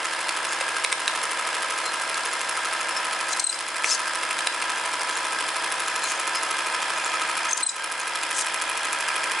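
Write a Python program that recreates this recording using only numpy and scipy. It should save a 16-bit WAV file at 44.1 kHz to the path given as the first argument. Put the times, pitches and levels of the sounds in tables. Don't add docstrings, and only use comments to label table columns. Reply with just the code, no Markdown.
import sys
import numpy as np
from scipy import signal
from scipy.fft import rfft, irfft, next_fast_len
from scipy.io import wavfile
from scipy.ndimage import uniform_filter1d, map_coordinates

SR = 44100
rng = np.random.default_rng(int(sys.argv[2]) if len(sys.argv) > 2 else 0)


def log_audio(samples):
    frames = np.atleast_2d(samples).T
    limited = np.clip(frames, -1, 1)
    pcm = np.round(limited * 32767).astype(np.int16)
    wavfile.write(sys.argv[1], SR, pcm)


N = 414540
TIME = np.arange(N) / SR
EDGE_HZ = 11200


def claw(level_db=4, rise_s=.00017, lag_s=.00023, top_hz=11000, glide_s=.0013,
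         chatter_db=-14, chatter_s=.0031, uneven_db=1.3):
    # time_s, level_db
    bite = [(0, -27), (.7, -33), (1.2, -21), (1.6, -24), (2.3, -21), (3.1, -26), (3.5, -23), (4.3, -29),
            (5.2, -31), (5.85, -19.5), (6.45, -16.5), (6.8, -34), (7.45, -20.5), (8.3, -21), (8.9, -16),
            (9.4, -25)]
    # frequency_hz, level_db
    colour = [(60, -48), (800, -26), (2500, -9), (4000, -10), (6500, 9.5), (9000, -16), (10500, 13)]
    out, t = np.zeros(N), around(.012)
    age = np.maximum(t, 0)
    envelope = age / rise_s * np.exp(1 - age / rise_s)
    tail = amp(chatter_db) * (t > 0) * np.exp(-age / chatter_s)
    sweep = 2 * np.pi * top_hz * glide_s * np.log1p(age / glide_s)
    for s in frame_times():
        db = np.interp(s, *np.transpose(bite)) + uneven_db * rng.standard_normal()
        tick = envelope * np.sin(sweep * rng.uniform(.9, 1.05))
        chatter = tail * rng.standard_normal(len(t))
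        add(out, s + lag_s, amp(db) * (tick + chatter))
    return amp(level_db) * through_case(out, colour)


def gears(level_db=-27, thump_s=.00688, thump_hz=430, thump_db=-16, thump_width_s=.0016):
    # offset_s, pitch_hz, level_db, width_s
    knocks = [(-.0366, 1570, -11, 0.00093), (-.0335, 2430, -5.5, 0.00019), (-.0312, 1576, -8.5, 0.00091),
              (-.0262, 1040, -10, 0.00084), (-.025, 680, -14.5, 0.00086), (-.0215, 1380, -4, 0.00037),
              (-.0185, 1580, -7.5, .00036), (-.015, 966, -12, 0.00097), (-.0143, 1480, -6, 0.00085),
              (-.0085, 1240, -9.5, 0.00078), (-.0075, 2440, -17.5, 0.0021), (-.0055, 1650, -8, 0.00053),
              (-.0037, 1330, -5.5, 0.00053), (-.0035, 1010, -10.5, 0.00065), (.0022, 2720, -8.5, 0.00065),
              (.0019, 1052, -5, 0.0013), (.0036, 1470, -4, 0.00073), (.004, 1270, -6.5, 0.0015),
              (.008, 1360, -22, 0.001), (.0162, 2450, -12, .001), (.0175, 1380, -8, 0.0013),
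              (.02, 1050, -7.5, 0.00081), (.0208, 1750, -10.5, 0.00067), (.022, 1270, -7, 0.00067),
              (.030, 1290, -3.5, 0.00047), (.0335, 1750, -3, 0.00038), (.0343, 1110, -7, 0.00096),
              (.0372, 1550, -3.5, 0.00046), (.0385, 950, -12, .00085)]
    run = knocks + [(thump_s, thump_hz, thump_db, thump_width_s)]
    return amp(level_db) * through_case(strikes(run, jitter_s=.00007, uneven_db=.8, detune=.016))


def gate(level_db=-30.5, uneven_db=1.5, grain_db=.2):
    # offset_s, width_s, level_db
    rasps = [(-.030, 0.0042, -13.5), (-.0185, 0.0014, 1), (-.0042, 0.0011, 2.5), (.0015, 0.0011, 4.5),
             (.006, 0.0014, 4), (0.0196, 0.0012, 2), (0.0346, 0.003, -4)]
    # frequency_hz, level_db
    colour = [(60, -52), (500, -52), (1500, 3), (2700, 6), (4000, -1.5), (6000, -1.5), (8500, 1),
              (11000, -0.5)]
    strokes = np.zeros(N)
    for s in frame_times():
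        for (offset, width, db), hard in zip(rasps, rng.standard_normal(len(rasps))):
            add(strokes, s + offset, amp(db + uneven_db * hard) * bell(around(4 * width), width))
    grains = unit(amp(grain_db * noise_band(0, 930)) * rng.standard_normal(N))
    return amp(level_db) * through_case(strokes * grains, colour)


def guides(level_db=-38):
    # offset_s, pitch_hz, level_db, width_s
    tings = [(-.0325, 7600, -29, 0.00099), (-.0325, 5130, -14, 0.0015), (-.024, 7550, -3.5, 0.00087),
             (-.019, 5020, -2, .0014), (-.005, 7700, 1, .0009), (-.003, 5300, -0.5, .0008),
             (.001, 5300, -18, .0007), (.003, 6160, -4.5, .0009), (.0185, 7700, 0, 0.00073),
             (.0192, 5250, -5, .0012), (.020, 9000, -6, .0007), (.034, 5150, 1.5, 0.0016)]
    return amp(level_db) * through_case(strikes(tings, jitter_s=.0005, uneven_db=1, detune=.0093))


def snaps(crack_db=-2, ring_db=-1, second_db=-5, blur_rad=.45):
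    # start_s, level_db, ring_hz, second_ring_hz, rise_s
    catches = [(0.2916, -17, 2250, 4700, 0.001), (0.4506, -23, 2280, 4100, 0.00063),
               (.609, -24, 2630, 3700, 0.0019), (.61, -29, 553, 520, .004),
               (.7645, -28, 1380, 2500, 0.0018), (0.8428, -11.5, 8800, 9600, 0.00038),
               (.8454, -11.5, 2240, 3850, 0.0015), (0.8485, -15, 4500, 8400, 0.00056),
               (0.921, -17, 8750, 1370, 0.00067), (0.9244, -14, 2250, 1340, 0.0021),
               (0.9266, -10, 8900, 3600, 0.00058), (1.0783, -10, 3930, 2730, 0.00082),
               (2.1428, -21.5, 4440, 7400, 0.0012), (3.5902, -17, 8400, 9600, .0004),
               (3.8434, -14, 2360, 2510, 0.00092), (4.233, -25, 2350, 2700, 0.00123),
               (4.3075, -22, 2350, 2680, .0012), (4.389, -22, 2390, 3900, .0013),
               (4.4692, -17, 9000, 7830, 0.0016), (4.471, -13, 3930, 2440, 0.0014),
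               (4.6225, -22.5, 2590, 2750, 0.0016)]
    # frequency_hz, level_db
    colour = [(40, -44), (200, -34), (600, -14), (1200, -12.5), (2400, -4), (3500, -15.5), (6000, -16),
              (8800, -13.5), (11000, -17.5)]
    crack, ring, wander = np.zeros(N), np.zeros(N), noise_band(0, 380)
    for s, db, hz, second_hz, rise in catches:
        t = around(10 * rise)
        age = np.maximum(t, 0) / rise
        envelope = amp(db) * age * np.exp(1 - age)
        slip = blur_rad * wander[int(s * SR):][:len(t)]
        first = amp(ring_db) * np.sin(2 * np.pi * hz * t + slip)
        second = amp(second_db) * np.sin(2 * np.pi * second_hz * t - slip)
        add(crack, s, envelope)
        add(ring, s, envelope * (first + second))
    ring = signal.sosfilt(signal.butter(3, 350, "high", fs=SR, output="sos"), ring)
    return amp(crack_db) * through_case(crack * rng.standard_normal(N), colour) + ring


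def squeaks(sag=.0044, smear=.045, rasp_db=-8, reel_hz=8170, reel_db=-14):
    # middle_s, length_s, pitch_hz, level_db, sub_octave_db, roughness (0-1)
    whistles = [(1.877, 0.1, 4160, -34, -30, 0.44), (2.917, .044, 5310, -35, -30, .25),
                (2.974, .045, 5320, -28, -30, .3), (3.334, .007, 6300, -23, -30, .7),
                (3.335, 0.0076, 4020, -22.5, -30, .3), (3.399, 0.012, 8220, -14.5, -7, 0),
                (3.445, 0.014, 8210, -4, -11, 0.14), (3.471, 0.013, 8150, -7.5, -6, 0.2),
                (3.498, 0.014, 8060, -12, -2.5, 0.4), (3.528, .005, 5000, -18, -30, 0.4),
                (3.545, .006, 5050, -21, -17, 0.4), (3.86, .022, 6040, -31, -30, .25),
                (3.891, .028, 4780, -31, -30, 0.4), (3.895, .016, 7400, -33, -30, .15),
                (3.898, .014, 6070, -30, -28.5, .2), (3.922, 0.03, 5300, -17, -12, 0),
                (3.92, .012, 6740, -25, -29, .1), (3.933, .016, 6280, -24, -30, .15),
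                (3.951, .01, 6300, -27, -30, .15), (3.952, 0.014, 4570, -25, -30, 0),
                (6.046, 0.055, 4130, -31, -30, 0.6), (6.08, 0.04, 6550, -35, -30, 0.2),
                (6.367, .075, 5130, -30, -30, .5), (6.372, 0.015, 5130, -27, -30, 0.56),
                (7.493, .012, 6370, -25, -30, .4), (7.513, 0.0091, 6400, -24, -30, 0.4),
                (7.533, .0075, 6350, -6.5, -22, .15), (7.635, 0.015, 8150, -7.5, -6.5, 0.13),
                (7.669, 0.015, 8130, -3.5, -11.5, 0.15), (7.694, 0.0097, 7930, -8.5, -4, .3),
                (7.696, 0.015, 5000, -18, -30, 0.4), (7.698, .015, 7100, -15, -30, .5)]
    out, wander, rasp = np.zeros(N), noise_band(0, 450), noise_band(7000, 1300)
    for s, length, hz, db, sub_db, rough in whistles:
        t = around(length / 2)
        now = slice(int(s * SR), int(s * SR) + len(t))
        pitch_hz = hz * (1 - sag * t / length + smear * rough * wander[now])
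        phase = 2 * np.pi * np.cumsum(pitch_hz) / SR
        tone = np.sin(phase) + amp(sub_db) * np.sin(phase / 2) + amp(rasp_db) * rough * rasp[now]
        add(out, s, amp(db) * tone * signal.windows.tukey(len(t), .8))
    return out + amp(reel_db) * ringing(out, reel_hz, width_hz=15)


def scrapes(width_hz=3200, grain_db=2):
    # peak_s, swell_s, fade_s, centre_hz, level_db
    brushes = [(3.334, 0.047, .008, 6550, -28.5), (3.4, 0.0058, .008, 6340, -14),
               (3.5, 0.13, .09, 7900, -30), (3.926, 0.099, .047, 6100, -23.5),
               (3.949, .009, .0036, 6950, -22), (6.101, 0.053, 0.046, 6750, -31),
               (7.52, 0.034, .03, 7800, -30), (7.576, 0.0072, .0076, 7200, -17.5),
               (7.699, 0.049, 0.056, 7000, -29), (8.392, .076, .04, 7700, -26.5),
               (8.417, 0.021, 0.014, 6840, -25.5)]
    out, t = np.zeros(N), around(.12)
    treble = signal.butter(2, [2500, EDGE_HZ], "band", fs=SR, output="sos")
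    for s, swell, fade, hz, db in brushes:
        flicker = unit(uniform_filter1d(rng.standard_normal(len(t)), size=150))
        grains = amp(grain_db * flicker) * rng.standard_normal(len(t))
        hiss = unit(signal.sosfilt(treble, ringing(grains, hz, width_hz)))
        add(out, s, amp(db) * np.interp(t, [-swell, 0, fade], [0, 1, 0]) * hiss)
    return out


def shutter(level_db=4, hz=6900, width_s=.00035, detune=.025):
    # time_s, level_db
    grazes = [(.057, -24), (.491, -23), (.517, -28), (.543, -28), (2.269, -26), (2.323, -30), (5.135, -30),
              (5.156, -24), (5.186, -27), (6.027, -27), (6.053, -26), (6.106, -20), (6.16, -27),
              (6.213, -28), (6.969, -30), (7.021, -30), (7.047, -19), (7.074, -28), (7.1, -27),
              (7.153, -26), (7.224, -30), (8.014, -24)]
    out = np.zeros(N)
    for (s, db), bend in zip(grazes, rng.standard_normal(len(grazes))):
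        add(out, s, amp(db) * blip(hz * np.exp(detune * bend), width_s))
    return amp(level_db) * out


def motor(whir_db=-37):
    # frequency_hz, level_db
    colour = [(20, -37), (70, -30.5), (120, -21.5), (220, -14), (320, -7), (480, -7.5), (800, -2.5),
              (1500, -5.5), (2500, 1.5), (3700, -8), (5300, -12), (11000, -11.5)]
    # pitch_hz, level_db, waver_hz
    lines = [(114.2, -69, 1.1), (202, -71, 0.36), (299.7, -64.5, 1.99), (332.7, -60, 0.93),
             (535.8, -54.5, 7), (645.5, -53, 6.9)]
    out = amp(whir_db) * unit(through_case(rng.standard_normal(N), colour))
    for hz, db, waver_hz in lines:
        pitch_hz = hz + waver_hz * noise_band(0, 5.18)
        out += amp(db) * np.sqrt(2) * np.sin(2 * np.pi * np.cumsum(pitch_hz) / SR)
    return out


def mesh(level_db=-40, teeth=12, depth=.35, load=.057, load_turn=.022, drift_per_s=.603):
    # frequency_hz, level_db
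    colour = [(60, -75), (240, -10), (340, -5.5), (460, -0.5), (950, 3.5), (1600, 1.5), (2500, 8.5),
              (3600, 14), (5200, -28), (11000, -50)]
    frames, flaws = frame_times(), rng.standard_normal((16, 400))
    turn = np.interp(TIME, frames, np.arange(len(frames)))
    position = [TIME * drift_per_s, turn % 1 * flaws.shape[1]]
    contact = map_coordinates(flaws, position, order=2, mode="grid-wrap")
    tooth_pulse = 1 + depth * np.cos(2 * np.pi * teeth * turn)
    pull_down = 1 + load * np.cos(2 * np.pi * (turn - load_turn))
    return amp(level_db) * unit(through_case(contact * tooth_pulse * pull_down, colour))


def cover(knocks, low_hz=2442, high_hz=3250, width_hz=70, high_db=-6):
    # time_s, level_db
    nearness = [(0, -66), (4.5, -50), (5.6, -45), (6.3, -42), (7.3, -39), (8.1, -43.5), (8.7, -38.5),
                (9.4, -38.5)]
    low, high = (unit(ringing(knocks, hz, width_hz)) for hz in (low_hz, high_hz))
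    return curve(nearness) * (low + amp(high_db) * high)


def handling(hz=45, width_s=.011):
    # time_s, level_db
    bumps = [(.849, -70), (1.079, -70), (2.147, -61), (4.47, -74), (6.202, -62), (8.39, -69)]
    out = np.zeros(N)
    for s, db in bumps:
        add(out, s, amp(db) * blip(hz, width_s))
    return out


def frame_times(first_tick_s=.0498):
    # time_s, frames_per_s
    speed = [(0.0, 12.413), (0.84, 12.775), (1.47, 12.712), (1.52, 12.882), (2.0, 12.736), (2.36, 12.561),
             (3.32, 12.562), (4.12, 12.867), (4.97, 12.728), (5.44, 12.744), (5.78, 12.555), (6.4, 12.82),
             (6.94, 12.692), (7.6, 12.842), (7.93, 12.736), (8.53, 12.957), (9.4, 12.862)]
    turns = np.cumsum(np.interp(TIME, *np.transpose(speed))) / SR
    turns -= np.interp(first_tick_s, TIME, turns)
    s = np.interp(np.arange(int(turns[-1]) + 1), turns, TIME)
    return np.r_[2 * s[0] - s[1], s, 2 * s[-1] - s[-2]]


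def strikes(rows, jitter_s, uneven_db, detune):
    out = np.zeros(N)
    for s in frame_times():
        for offset, hz, db, width in rows:
            late, hard, bend = rng.standard_normal(3)
            blow = amp(db + uneven_db * hard) * blip(hz * np.exp(detune * bend), width)
            add(out, s + offset + jitter_s * late, blow)
    return out


def through_case(x, colour=None, size=8192):
    # centre_hz, width_hz, lift_db
    modes = [(469, 32, 6.5), (553, 35, 5.5), (650, 32, 1.5), (738, 38, 5.5), (808, 21, 5), (924, 67, 4.5),
             (998, 83, 8), (1287.5, 54, 6), (1312, 128, 5.5), (1599, 21, 10), (1705, 172, 7.5),
             (2054, 126, 5.5), (2460, 100, -1), (3450, 550, 4), (4210, 470, 5), (4920, 174, 8),
             (5366, 100, 9), (6070, 700, 2.5), (7520, 95, 6), (9410, 1560, 4)]
    hz = np.fft.rfftfreq(size, 1 / SR)
    db = sum(lift / (1 + (2 * (hz - centre) / width) ** 2) for centre, width, lift in modes)
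    if colour is not None:
        db = db + read(colour, hz)
    gain = np.maximum(amp(db) / np.sqrt(1 + (hz / EDGE_HZ) ** 20), 1e-5)
    log_gain = np.log(unit(gain))
    log_response = np.conj(signal.hilbert(np.r_[log_gain, log_gain[-2:0:-1]]))
    ring = np.fft.ifft(np.exp(log_response)).real
    return signal.oaconvolve(x, ring[:size // 2])[:N]


def room(x):
    # frequency_hz, t60_s
    decay = [(200, 0.072), (1500, 0.11), (5000, 0.43), (11000, 0.17)]
    taps = rng.standard_normal((2, SR // 2)) * (np.arange(SR // 2) > .003 * SR)
    hz, t, bands = signal.stft(taps, SR, nperseg=256)
    fade = amp(-60 * t / read(decay, hz)[:, None])
    tail = signal.istft(bands * fade, SR, nperseg=256)[1]
    return signal.fftconvolve(x[None], tail / np.linalg.norm(tail[0]), axes=1)[:, :N]


def place(x, left_db, wet_db):
    return x * amp([[left_db / 2], [-left_db / 2]]) + amp(wet_db) * room(x)


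def amp(db):
    return 10 ** (np.asarray(db) / 20)


def unit(x):
    return x / np.sqrt(np.mean(x ** 2) + 1e-20)


def read(points, hz):
    f, value = np.transpose(points)
    return np.interp(np.log(hz + 1), np.log(f), value)


def curve(rows):
    return amp(np.interp(TIME, *np.transpose(rows)))


def add(mix, middle_s, sound):
    start = round(middle_s * SR) - len(sound) // 2
    lo, hi = max(start, 0), min(start + len(sound), N)
    if hi > lo:
        mix[lo:hi] += sound[lo - start:hi - start]


def around(half_s):
    n = int(half_s * SR) + 1
    return np.arange(-n, n + 1) / SR


def bell(t, width):
    return np.exp(-.5 * (t / width) ** 2)


def blip(hz, width_s):
    t = around(4 * width_s)
    return bell(t, width_s) * np.sin(2 * np.pi * hz * t)


def noise_band(hz, width_hz):
    size = next_fast_len(N)
    band = bell(np.fft.rfftfreq(size, 1 / SR) - hz, width_hz)
    return unit(irfft(rfft(rng.standard_normal(size)) * band, size)[:N])


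def ringing(x, hz, width_hz):
    return signal.lfilter(*signal.iirpeak(hz, hz / width_hz, SR), x)


def release(over_db, db_per_s):
    fall = TIME * db_per_s
    return np.maximum.accumulate(over_db + fall) - fall


def scene():
    # time_s, level_db
    effort = [(0, 3), (.7, 4), (1.7, 3.5), (2.7, 4), (3.6, 3), (4.5, 3.5), (5.5, 4), (6.4, 4), (7.3, 4.5),
              (8.2, 1.8), (9.4, 4.5)]
    knocks = gears()
    machine = curve(effort) * (knocks + mesh() + motor())
    body = place(machine, left_db=-.3, wet_db=-7.5) + place(cover(knocks), left_db=-2.5, wet_db=-5.5)
    film = place(claw() + gate() + guides() + snaps() + shutter(), left_db=-1, wet_db=-11)
    reel = place(squeaks() + scrapes(), left_db=5, wet_db=-14)
    return body + film + reel + handling()


def record(dry, threshold_db=-21.5, slow_share=.31, emphasis=.34):
    bright = signal.lfilter([1, -emphasis], [1], dry)
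    power = uniform_filter1d((bright ** 2).mean(0), size=480)
    over_db = np.maximum(10 * np.log10(abs(power) + 1e-12) - threshold_db, 0)
    duck_db = np.maximum(release(over_db, db_per_s=82), release(slow_share * over_db, db_per_s=8.5))
    ducked = dry / amp(uniform_filter1d(duck_db, size=200))
    lowpass = signal.firwin(301, EDGE_HZ, window=("kaiser", 8), fs=SR)
    return signal.oaconvolve(ducked, lowpass[None], "same")


dry = scene()
out = record(dry)
log_audio(out)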